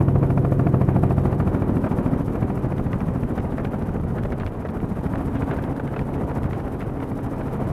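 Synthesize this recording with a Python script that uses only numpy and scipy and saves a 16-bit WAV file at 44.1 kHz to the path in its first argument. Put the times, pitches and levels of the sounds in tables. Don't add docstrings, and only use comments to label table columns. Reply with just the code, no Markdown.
import sys
import numpy as np
from scipy import signal
from scipy.io import wavfile
from scipy.ndimage import uniform_filter1d

SR = 44100
rng = np.random.default_rng(int(sys.argv[2]) if len(sys.argv) > 2 else 0)


def invert_db(level):
    return 10 ** (np.asarray(level, dtype=float) / 20)


def unload_wav(signal):
    wavfile.write(
        sys.argv[1],
        SR,
        np.round(np.clip(np.atleast_2d(signal).T, -1, 1) * 32767).astype(np.int16),
    )


N = 340452
TIME = np.arange(N) / SR
BLADE_HZ = 13.68
FIRING_HZ = 136.6
TURN_S = (1.28, 4)


def turned(pair):
    return np.interp(TIME, TURN_S, pair)


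def curves(table):
    s, *columns = np.transpose(table)
    return [np.interp(TIME, s, c) for c in columns]


def band(x, lo_hz, hi_hz):
    sos = signal.butter(3, [lo_hz, min(hi_hz, .45 * SR)], "band", fs=SR, output="sos")
    return signal.sosfilt(sos, x)


def hiss(lo_hz, hi_hz):
    x = band(rng.standard_normal(N), lo_hz, hi_hz)
    return x / x.std()


def walk(rate):
    k = int(SR / rate)
    held = np.repeat(rng.standard_normal(N // k + 1), k)
    return 1.09 * uniform_filter1d(uniform_filter1d(held, k), k)[:N]


def fade(x, s):
    return signal.lfilter([1], [1, -np.exp(-1 / (max(s, 1e-4) * SR))], x)


def strikes(lag_ms, db, jitter_ms, scatter_db):
    beat = np.arange(int(N / SR * BLADE_HZ) + 1) / BLADE_HZ
    wildness = np.interp(beat, [2, 4.5], [1, 1.6])
    late, louder = rng.standard_normal((len(beat), 2)).T * wildness
    near = ((beat + .02) * SR).astype(int)
    at = ((beat + (lag_ms[near] + jitter_ms * late) / 1000) * SR).astype(int)
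    out = np.zeros(N)
    out[np.clip(at, 0, N - 1)] = invert_db(db[near] + scatter_db * louder)
    return out


def hat(x, front_ms, back_ms, before, after):
    ms = np.arange(-600, 601) / SR * 1000
    u = ms / np.where(ms < 0, front_ms, back_ms)
    shoulders = before * np.exp(-((ms + 2.9) / 1.5) ** 2)
    shoulders += after * np.exp(-((ms - 3.0) / 0.9) ** 2)
    return signal.fftconvolve(x, np.exp(-u ** 2) - shoulders, "same")


def ring(x, modes):
    t = TIME[:SR // 2]
    tail = sum(invert_db(db) * np.sin(2 * np.pi * hz * t) * 1000. ** (-t / t60) for hz, t60, db in modes)
    soft_start = 1 - np.exp(-(t / 0.00056) ** 2)
    return signal.fftconvolve(x, tail * soft_start)[:N]


# time in seconds, boom in Hz,
# boom level in dB, door frame in Hz, frame level in dB.
HOLLOW_TUNING = [(0, 96, -10.5, 168, -9), (.6, 94, -22, 184, -18), (.95, 91, -12.5, 197, -7),
                 (1.5, 89, -6.5, 200, -21), (1.75, 101, -12, 250, -5.5), (2.1, 105, -34, 243, -3.5),
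                 (2.4, 106, -12, 257, -21), (2.7, 126, -14, 235, -17), (3, 99, -17, 212, -8),
                 (3.4, 90, -28, 256, -9), (3.8, 94, -20, 254, -27), (4.3, 85, -7, 180, -23),
                 (4.8, 92, -18, 203, -4), (5.4, 88, -10.5, 258, -8.5), (6, 85.5, -13, 251, -15),
                 (7.72, 91, -6, 243, -16)]
BOOM_T60_S, FRAME_T60_S = .17, .065


def hollows(blows):
    out, t = np.zeros(N + SR), TIME[:SR // 5]
    boom_hz, boom_db, frame_hz, frame_db = curves(HOLLOW_TUNING)
    for i in np.flatnonzero(blows):
        boom = invert_db(boom_db[i]) * np.sin(2 * np.pi * boom_hz[i] * t) * 1000. ** (-t / BOOM_T60_S)
        frame = invert_db(frame_db[i]) * np.sin(2 * np.pi * frame_hz[i] * t) * 1000. ** (-t / FRAME_T60_S)
        out[i:i + len(t)] += blows[i] * (boom + frame)
    return out[:N]


# time in seconds, slap peak in dB.
SLAP_LEVEL = [(0, -5), (.35, -5.5), (.9, -4.5), (1.2, -7), (1.5, -9), (2.07, -11), (2.4, -14.5),
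              (2.94, -14), (3.5, -11.5), (4.1, -10.5), (4.45, -22.5), (5, -15), (5.6, -13.5), (6, -29),
              (6.45, -9.5), (6.75, -55), (7.1, -32), (7.72, -19)]
# time in seconds,
# slap lag in ms, swish lag in ms.
BLADE_LAG = [(0, 10.2, 18), (.7, 10.3, 15), (1.3, 12, 8), (1.9, 13.9, 1), (2.7, 15.9, 0), (3.75, 15.5, -4),
             (4.4, 15.6, -1), (5.3, 19.9, 0), (5.9, 21, 2), (6.7, 24.4, 4.5), (7.4, 24.9, 6),
             (7.72, 25.3, 13)]
# time in seconds, delay after the
# first strike in ms, level against the first in dB.
WAKE_STRIKE = [
    (0, 25.7, -9.5),
    (1, 28.5, -10.5),
    (1.6, 24.6, -8),
    (2.3, 26.6, -2.5),
    (2.75, 18.7, 0),
    (3.4, 18.7, -5.5),
    (4, 14.5, -4),
    (4.4, 14.8, 2),
    (4.9, 8.9, -10.5),
    (7.72, 9.7, -19),
]
# mode in Hz, decay T60 in seconds, level in dB.
CABIN_MODES = [
    (126, 0.22, -2),
    (275, 0.04, 1.5),
    (327, 0.021, -1.5),
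    (699, 0.086, -6.5),
    (1197, 0.035, -9.5),
    (1600, 0.022, -47),
    (2010, 0.055, -37),
    (2780, 0.019, -63),
]
PANEL_DB, CRACK_DB, SPIKE_DB = (-7, -29), (-24, -33), (-1, -4.5)
BLUNT = (0, .7)
SUCK_IN = .72
WAKE_DIP_MS, WAKE_DIP = 5.6, 0.29
ECHO_SHARE = .6


def slaps():
    lag_ms = curves(BLADE_LAG)[0]
    wake_ms, wake_db = curves(WAKE_STRIKE)
    db = curves(SLAP_LEVEL)[0]
    first = strikes(lag_ms, db, jitter_ms=.08, scatter_db=1.0)
    second = strikes(lag_ms + wake_ms, db + wake_db, jitter_ms=.15, scatter_db=1.5)
    cabin = ring((0.16 * second - first) * invert_db(turned(PANEL_DB) - 6.5), CABIN_MODES)
    door = hollows(0.62 * second - first)

    tear = strikes(lag_ms + 2, turned(CRACK_DB) - 27, jitter_ms=.4, scatter_db=1.0)
    tear += .4 * np.roll(tear, int(.003 * SR))
    tear_front = 1.1 * np.roll(tear / 1, -int(.0022 * SR))
    tear = tear + tear_front
    grit = hiss(634, 803) + invert_db(-2.5) * hiss(690, 1360) + invert_db(-12.0) * hiss(1760, 2520)
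    grit += invert_db(-27) * hiss(2230, 3530) + invert_db(-35) * hiss(4250, 4700)
    torn = fade(fade(tear, .0022), .0003)
    click = np.r_[1., np.zeros(SR // 10)]
    burst = fade(fade(click, .0022), .0003) * grit[SR:SR + len(click)]
    crack = np.sqrt(1 - ECHO_SHARE) * torn * grit
    crack += np.sqrt(ECHO_SHARE) * signal.fftconvolve(tear, burst)[:N]

    dip = WAKE_DIP * hat(np.roll(second, -int(WAKE_DIP_MS / 1000 * SR)), 1.0, 0.6, 0, 0)
    spike = first * invert_db(turned(SPIKE_DB))
    sharp = hat(spike * (1 - turned(BLUNT)), 0.31, 0.44, SUCK_IN, 0.67)
    blunt = hat(spike * turned(BLUNT), .9, 1.1, .9, .55)
    wake = hat(second, 0.47, 4.3, 0.046, 0.78)
    return wake - dip - sharp - blunt + cabin + door + crack


# time in seconds, firing tone in dB, its octave in dB.
ENGINE_LEVEL = [(0, -22, -36), (.5, -23.5, -31), (1.2, -25.5, -36.5), (1.9, -39, -37), (2.3, -54, -32),
                (2.55, -30.5, -54), (2.9, -33.5, -40), (3.3, -35.5, -40.5), (4.4, -33.5, -63),
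                (5.0, -43, -45), (5.45, -43, -29.5), (5.65, -34, -43), (6.1, -34, -36.5), (6.6, -34.5, -43),
                (7, -39, -35.5), (7.4, -34, -36), (7.72, -32.5, -65)]
# multiple of the firing rate, level at the cabin seat in dB.
SHAFT_LINES = [
    (.834, -35),
    (2.335, -38),
    (2.668, -37),
    (2.851, -38),
    (3.627, -39),
]
# multiple of the firing rate, level in dB.
HUM_LINES = [
    (1.666, -44),
    (3.0, -47),
]
SHAFT_FADE_S, SHAFT_FADE_DB = (1.47, 4.24), (-0.5, -18)
HALF_DB = (-31, -56)
FAN_DB = (-74, -93)


def engine():
    tone_db, octave_db = curves(ENGINE_LEVEL)
    phase = 2 * np.pi * FIRING_HZ * TIME + 0.29 * walk(1.42)
    out = invert_db(tone_db + 0.46 * walk(9.9)) * np.sin(phase)
    out += invert_db(octave_db + 2.5 * walk(11.0)) * np.sin(2 * phase + 2.0 + 0.81 * walk(12))
    away_db = np.interp(TIME, SHAFT_FADE_S, SHAFT_FADE_DB)
    for multiple, db in SHAFT_LINES:
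        out += invert_db(db + away_db + 1.0 * walk(5)) * np.sin(multiple * phase + .2 * walk(4))
    for multiple, db in HUM_LINES:
        out += invert_db(db + 2 * walk(3)) * np.sin(multiple * phase)
    out += invert_db(turned(HALF_DB) + 1.2 * walk(3.9)) * np.sin(3 / 2 * phase)
    fan = invert_db(turned(FAN_DB) + 3.0 * walk(30)) * hiss(11430, 11680)
    return np.sqrt(2) * out + fan


# frequency in Hz, density in dB per Hz.
AIR_SPECTRUM = [(12, -37), (22, 3), (75, -6), (105, 1.5), (141, -4.5), (157, -3.5), (208, -2), (274, -4),
                (298, -5.5), (908, -17), (1870, -32.5), (4200, -52.5), (7760, -57), (10500, -51),
                (15600, -54.5)]
# time in seconds, level in dB.
GUST_LEVEL = [(0, 1), (.5, 0.5), (1.2, 2.5), (1.7, 1.5), (2, 2.5), (2.4, 0.74), (3.5, 0), (4, -1),
              (4.3, -1), (4.7, -1.5), (5.1, 1), (5.5, 2), (5.9, 0), (6.5, 1), (6.9, -0.5), (7.3, 0.5),
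              (7.72, 2)]
# inside level in dB, outside level in dB, share of the gust.
AIR_BANDS = [
    (-28, -29.5, 0.31),
    (-30, -31.5, 0.69),
    (-40, -39, 1.28),
    (-62, -61.5, 1.07),
]
WASH_LAG_MS = (8, -13)


def air():
    gust_db = curves(GUST_LEVEL)[0]
    lag_ms, swish_ms = curves(BLADE_LAG)
    tip = 2 * np.pi * BLADE_HZ * (TIME - (swish_ms + 4) / 1000)
    swish_db = 3.8 * np.cos(tip + .5 * np.cos(tip))
    swish_db += 1.3 * walk(90) + 2.0 * walk(200)
    depth_db = np.interp(TIME, [1.6, 3], [2.6, 2.1])
    wash_s = TIME - (lag_ms + turned(WASH_LAG_MS)) / 1000
    wash_db = depth_db * np.cos(2 * np.pi * BLADE_HZ * wash_s)
    flutter = walk(45) + turned((.2, .6)) * walk(16)
    colour_hz, colour_db = np.transpose(AIR_SPECTRUM)
    groups = [0, 0, 0, 0]
    for hz in 22 * 2 ** (np.arange(29) / 3):
        treble = np.clip(np.log2(hz / 2200) / 1.5, 0, 1)
        ragged = np.clip(np.log2(hz / 90) / 1.9, 0, 1) * np.clip(1 - 1.9 * treble, 0, 1)
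        db = np.interp(np.log(hz), np.log(colour_hz), colour_db) + 10 * np.log10(hz)
        db = db + treble * swish_db + (1 - treble) * (.5 + 0.41 * ragged) * wash_db
        db += 1.57 * ragged * flutter + 0.57 * walk(20) + 0.95 * treble * walk(150)
        layer = np.searchsorted([200, 700, 4500], hz)
        groups[layer] += invert_db(db) * hiss(hz / 2 ** (1 / 6), hz * 2 ** (1 / 6))
    out = np.zeros(N)
    for (inside, outside, share), group in zip(AIR_BANDS, groups):
        out += invert_db(turned((inside, outside)) + share * gust_db) * group / group.std()
    return out


FLICK_PER_S, FLICK_DB, FLICK_MS = 70, (-38, -29.5), 0.58


def flicks():
    wait, side, size = rng.random((1000, 3)).T
    at = (np.cumsum(-np.log(1 - wait)) / FLICK_PER_S * SR).astype(int)
    heard = at < N
    kicks = np.zeros(N)
    kicks[at[heard]] = (np.where(side < .6, 1, -1) * invert_db(12 * size))[heard]
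    ms = np.arange(-300, 301) / SR * 1000
    slope_ms = FLICK_MS * np.where(ms < 0, .75, 1.25)
    cusp = np.exp(-np.sqrt((ms / slope_ms) ** 2 + .1))
    pops = band(signal.fftconvolve(kicks, cusp, "same"), 148, 3100)
    return pops * invert_db(turned(FLICK_DB) + curves(GUST_LEVEL)[0])


BEAT_FROM_S, BEAT_DB, BEAT_SCATTER_DB = 1.3, -29.5, 2.5
BEAT_SHARP_DB, BEAT_MS, BEAT_JITTER_MS = -32, 3.9, 2.5


def beat_puffs():
    beat = np.arange(int(N / SR * BLADE_HZ)) / BLADE_HZ
    late, louder, sharper = rng.standard_normal((len(beat), 3)).T
    at = (beat * SR).astype(int)
    s = beat + (curves(BLADE_LAG)[0][at] - 2 + BEAT_JITTER_MS * late) / 1000
    db = BEAT_DB + curves(GUST_LEVEL)[0][at] + BEAT_SCATTER_DB * louder
    rows = np.transpose([s, db, BEAT_SHARP_DB + 3.7 * sharper, np.full(len(s), BEAT_MS)])
    return list(rows[s > BEAT_FROM_S])


# time in seconds, peak in dB, sharpness in dB,
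# length in ms.
STRONG_PUFFS = [(1.841, -20, -17, 9.3), (1.862, -17.5, -27, 9.7), (2.42, -24, -28, 7.6),
                (2.7785, -23, -14, 4.3), (2.931, -17.5, -21, 3.7), (3.071, -26, -25, 5.1),
                (3.381, -21, -11, 13), (3.582, -20, -23, 11), (3.647, -12.5, -5, 4), (3.735, -18, -31, 5),
                (4.2335, -25, -21, 5.1), (4.249, -22, -8, 5.8), (4.321, -21.5, -8, 11),
                (4.404, -25, -6, 12), (4.432, -11, -26, 2.5), (4.464, -23, -1, 8.4),
                (4.65, -19.5, -23, 7.5), (4.69, -30, 3, 3.2), (5.152, -22, -2, 5), (5.349, -25.5, -4, 20),
                (5.509, -22, -8, 29), (5.796, -12.5, -24, 3.7), (5.962, -17.5, -8, 8.3),
                (5.9895, -31, -1, 12), (6.14, -28, -3, 4.4), (6.312, -22.5, -9, 8.9), (6.5312, -30, -1, 18),
                (6.8065, -29.5, 0.5, 22), (7.024, -23, -6, 7.8), (7.4083, -20, -20, 5.7),
                (1.401, -26, -20, 5), (2.722, -28, -17, 4.1), (3.004, -34, -12, 5.3),
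                (3.521, -24.5, -12, 6), (3.574, -23, -10, 5), (3.999, -35, -8, 5), (4.173, -26, -12, 8),
                (4.186, -21, -13, 5.5), (5.054, -22, -18, 6), (5.134, -31, -8, 4.5), (5.42, -24, -4, 8.2),
                (5.586, -19, -16, 5.5), (5.773, -26, -10, 5.3), (5.877, -24, -12, 6.9),
                (5.937, -21, -15, 4.8), (6.384, -17, -18, 3), (6.433, -33, -12, 2.9),
                (6.597, -25, -12, 5.6), (7.004, -28, -2, 4)]
PUFF_LOW_DB, PUFF_TOP_DB = 13.5, -37


def puffs():
    out, t = np.zeros(N + SR), TIME[:SR // 8]
    low, mid, high, top = hiss(300, 660), hiss(530, 1600), hiss(1050, 2820), hiss(3600, 13500)
    crackle = invert_db(6 * np.tanh(walk(300)))
    for s, db, high_db, ms in STRONG_PUFFS + beat_puffs():
        at = min(int((s - .0025) * SR), N - len(t))
        part = slice(at, at + len(t))
        fall_s = np.clip(1.5 * ms / 1000 + .0015, .004, .04)
        shape = (1 - np.exp(-(t / .0035) ** 2)) * np.exp(-(t / fall_s) ** 1.5)
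        bright = mid[part] + invert_db(high_db - 3.0) * high[part] + invert_db(PUFF_TOP_DB - 4.0) * top[part]
        power = np.sum((shape * crackle[part] * mid[part]) ** 2) / np.sum(shape ** 2)
        grain = crackle[part] / np.sqrt(power)
        out[part] += invert_db(db - 11.5) * shape * (grain * bright + invert_db(PUFF_LOW_DB - 8.5) * low[part])
    return out[:N]


# time in seconds, peak in dB, body against peak in dB.
GRILLE_TICKS = [(2.782, -37, 2), (2.931, -37, 13.5), (3.005, -37, 8), (3.084, -42, 11), (3.234, -43, 14),
                (3.3775, -35, 2), (3.403, -41, 8), (3.522, -48, 6), (3.5821, -51, 8), (3.5828, -40, 7),
                (3.633, -50, 6), (3.6476, -32, -1), (3.72, -45, 9), (3.823, -41, 11), (3.9988, -44, 9),
                (4.1824, -42, 12), (4.235, -34, 6), (4.2561, -40, 5), (4.305, -42, 16), (4.3217, -34, 7),
                (4.3993, -33, 3), (4.464, -28.5, -8), (4.651, -41.5, 9), (4.6883, -40, 7), (4.803, -50, 19),
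                (5.041, -42, 6), (5.1351, -43, 11), (5.156, -39, 14), (5.2147, -51, 10), (5.2822, -50, 10),
                (5.3551, -44, 6), (5.3551, -37, 5), (5.397, -45, 6), (5.4213, -41, 8), (5.5142, -53, 7),
                (5.513, -40, 11), (5.5661, -38, 1), (5.589, -45, 6), (5.6388, -34.5, 5), (5.7646, -43, 11),
                (5.7961, -48, -1), (5.876, -39, 12), (5.9378, -41.5, 12), (5.9638, -41, 6),
                (5.9923, -35, 10.5), (6.1386, -48, 8), (6.1398, -44, 10), (6.2969, -40, 9), (6.432, -38, 9),
                (6.442, -37.5, 7), (6.5094, -42, 14), (6.532, -38, 9), (6.5987, -44, 2), (6.799, -48, 9),
                (6.8055, -40, 12), (6.8162, -41, 7), (6.817, -41, 4), (7.002, -40, 7), (7.031, -47, 5),
                (7.671, -44, 12)]
TICK_DB, TICK_MS = -1.5, 0.6


def ticks():
    s, db, body_db = np.transpose(GRILLE_TICKS)
    at = (s * SR).astype(int)
    edge, body = np.zeros(N), np.zeros(N)
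    edge[at] = invert_db(db + TICK_DB - 28.5)
    body[at] = invert_db(db + TICK_DB + body_db - 28)
    edge = fade(fade(edge, .0007), 0.98 * TICK_MS / 1000)
    body = fade(fade(body, .0007), 1.9 * TICK_MS / 1000)
    bright = hiss(1660, 3800) + invert_db(-10) * hiss(4000, 7200) + invert_db(-12) * hiss(9000, 15500)
    return edge * bright + body * hiss(930, 2200)


# start in seconds, length in ms, push left
PINNED_GUSTS = [(3.3263, 5.1, -.2), (3.3916, 3.9, -.12), (3.649, 2, -.12), (4.001, 3, -.14),
                (4.0159, 5.9, .07), (4.2095, 3, .17), (4.2374, 4.6, -.12), (4.2447, 5.1, .13),
                (4.306, 6, .17), (4.3896, 6.3, .07), (4.4495, 4.4, .16), (4.466, 5, -.18),
                (4.6764, 6.6, .09), (4.8239, 4.4, .13), (5.0032, 4.4, -.1), (5.1708, 3.4, -.12),
                (5.2639, 4.6, .18), (5.5051, 3.6, .2), (5.5554, 6, .08), (5.7914, 5.9, .07),
                (6.0089, 4.1, -.1), (6.0181, 3.4, .2), (6.1715, 4.4, .09), (6.2511, 4.1, -.12),
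                (6.4275, 4.1, .16), (6.6512, 3.4, -.18), (7.0443, 4.1, .1)]


def stalls(dry):
    deaf, rail = np.zeros(N), np.zeros(N)
    for s, ms, push in PINNED_GUSTS:
        end = int((s + ms / 1000) * SR)
        deaf[int(s * SR):end] = 1
        rail[int((s - .001) * SR):end] = push
    edge = int(.0005 * SR)
    deaf = uniform_filter1d(deaf, edge)
    rail = uniform_filter1d(uniform_filter1d(rail, edge), edge)
    jumps = fade(np.diff(rail, prepend=0), .003)
    leak = deaf * band(dry, 3500, 16000)
    return dry * (1 - .9 * deaf) + .5 * leak + 1.05 * jumps


def scene():
    mix = slaps() + engine() + air() + flicks() + puffs() + ticks()
    return mix[None] * np.minimum(TIME / .004, 1)


def top_cut(x):
    return signal.sosfilt(signal.butter(12, 15800, fs=SR, output="sos"), x)


def record(dry):
    thin = signal.sosfilt(signal.butter(2, 38, "high", fs=SR, output="sos"), stalls(dry))
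    rounded = .8 * np.tanh(thin / .8)
    soft = signal.sosfilt(signal.butter(3, 13000, fs=SR, output="sos"), rounded)
    cut = signal.sosfilt(signal.ellip(10, .2, 70, 15700, fs=SR, output="sos"), soft)
    return top_cut(cut)


dry = scene()
out = record(dry)
unload_wav(out)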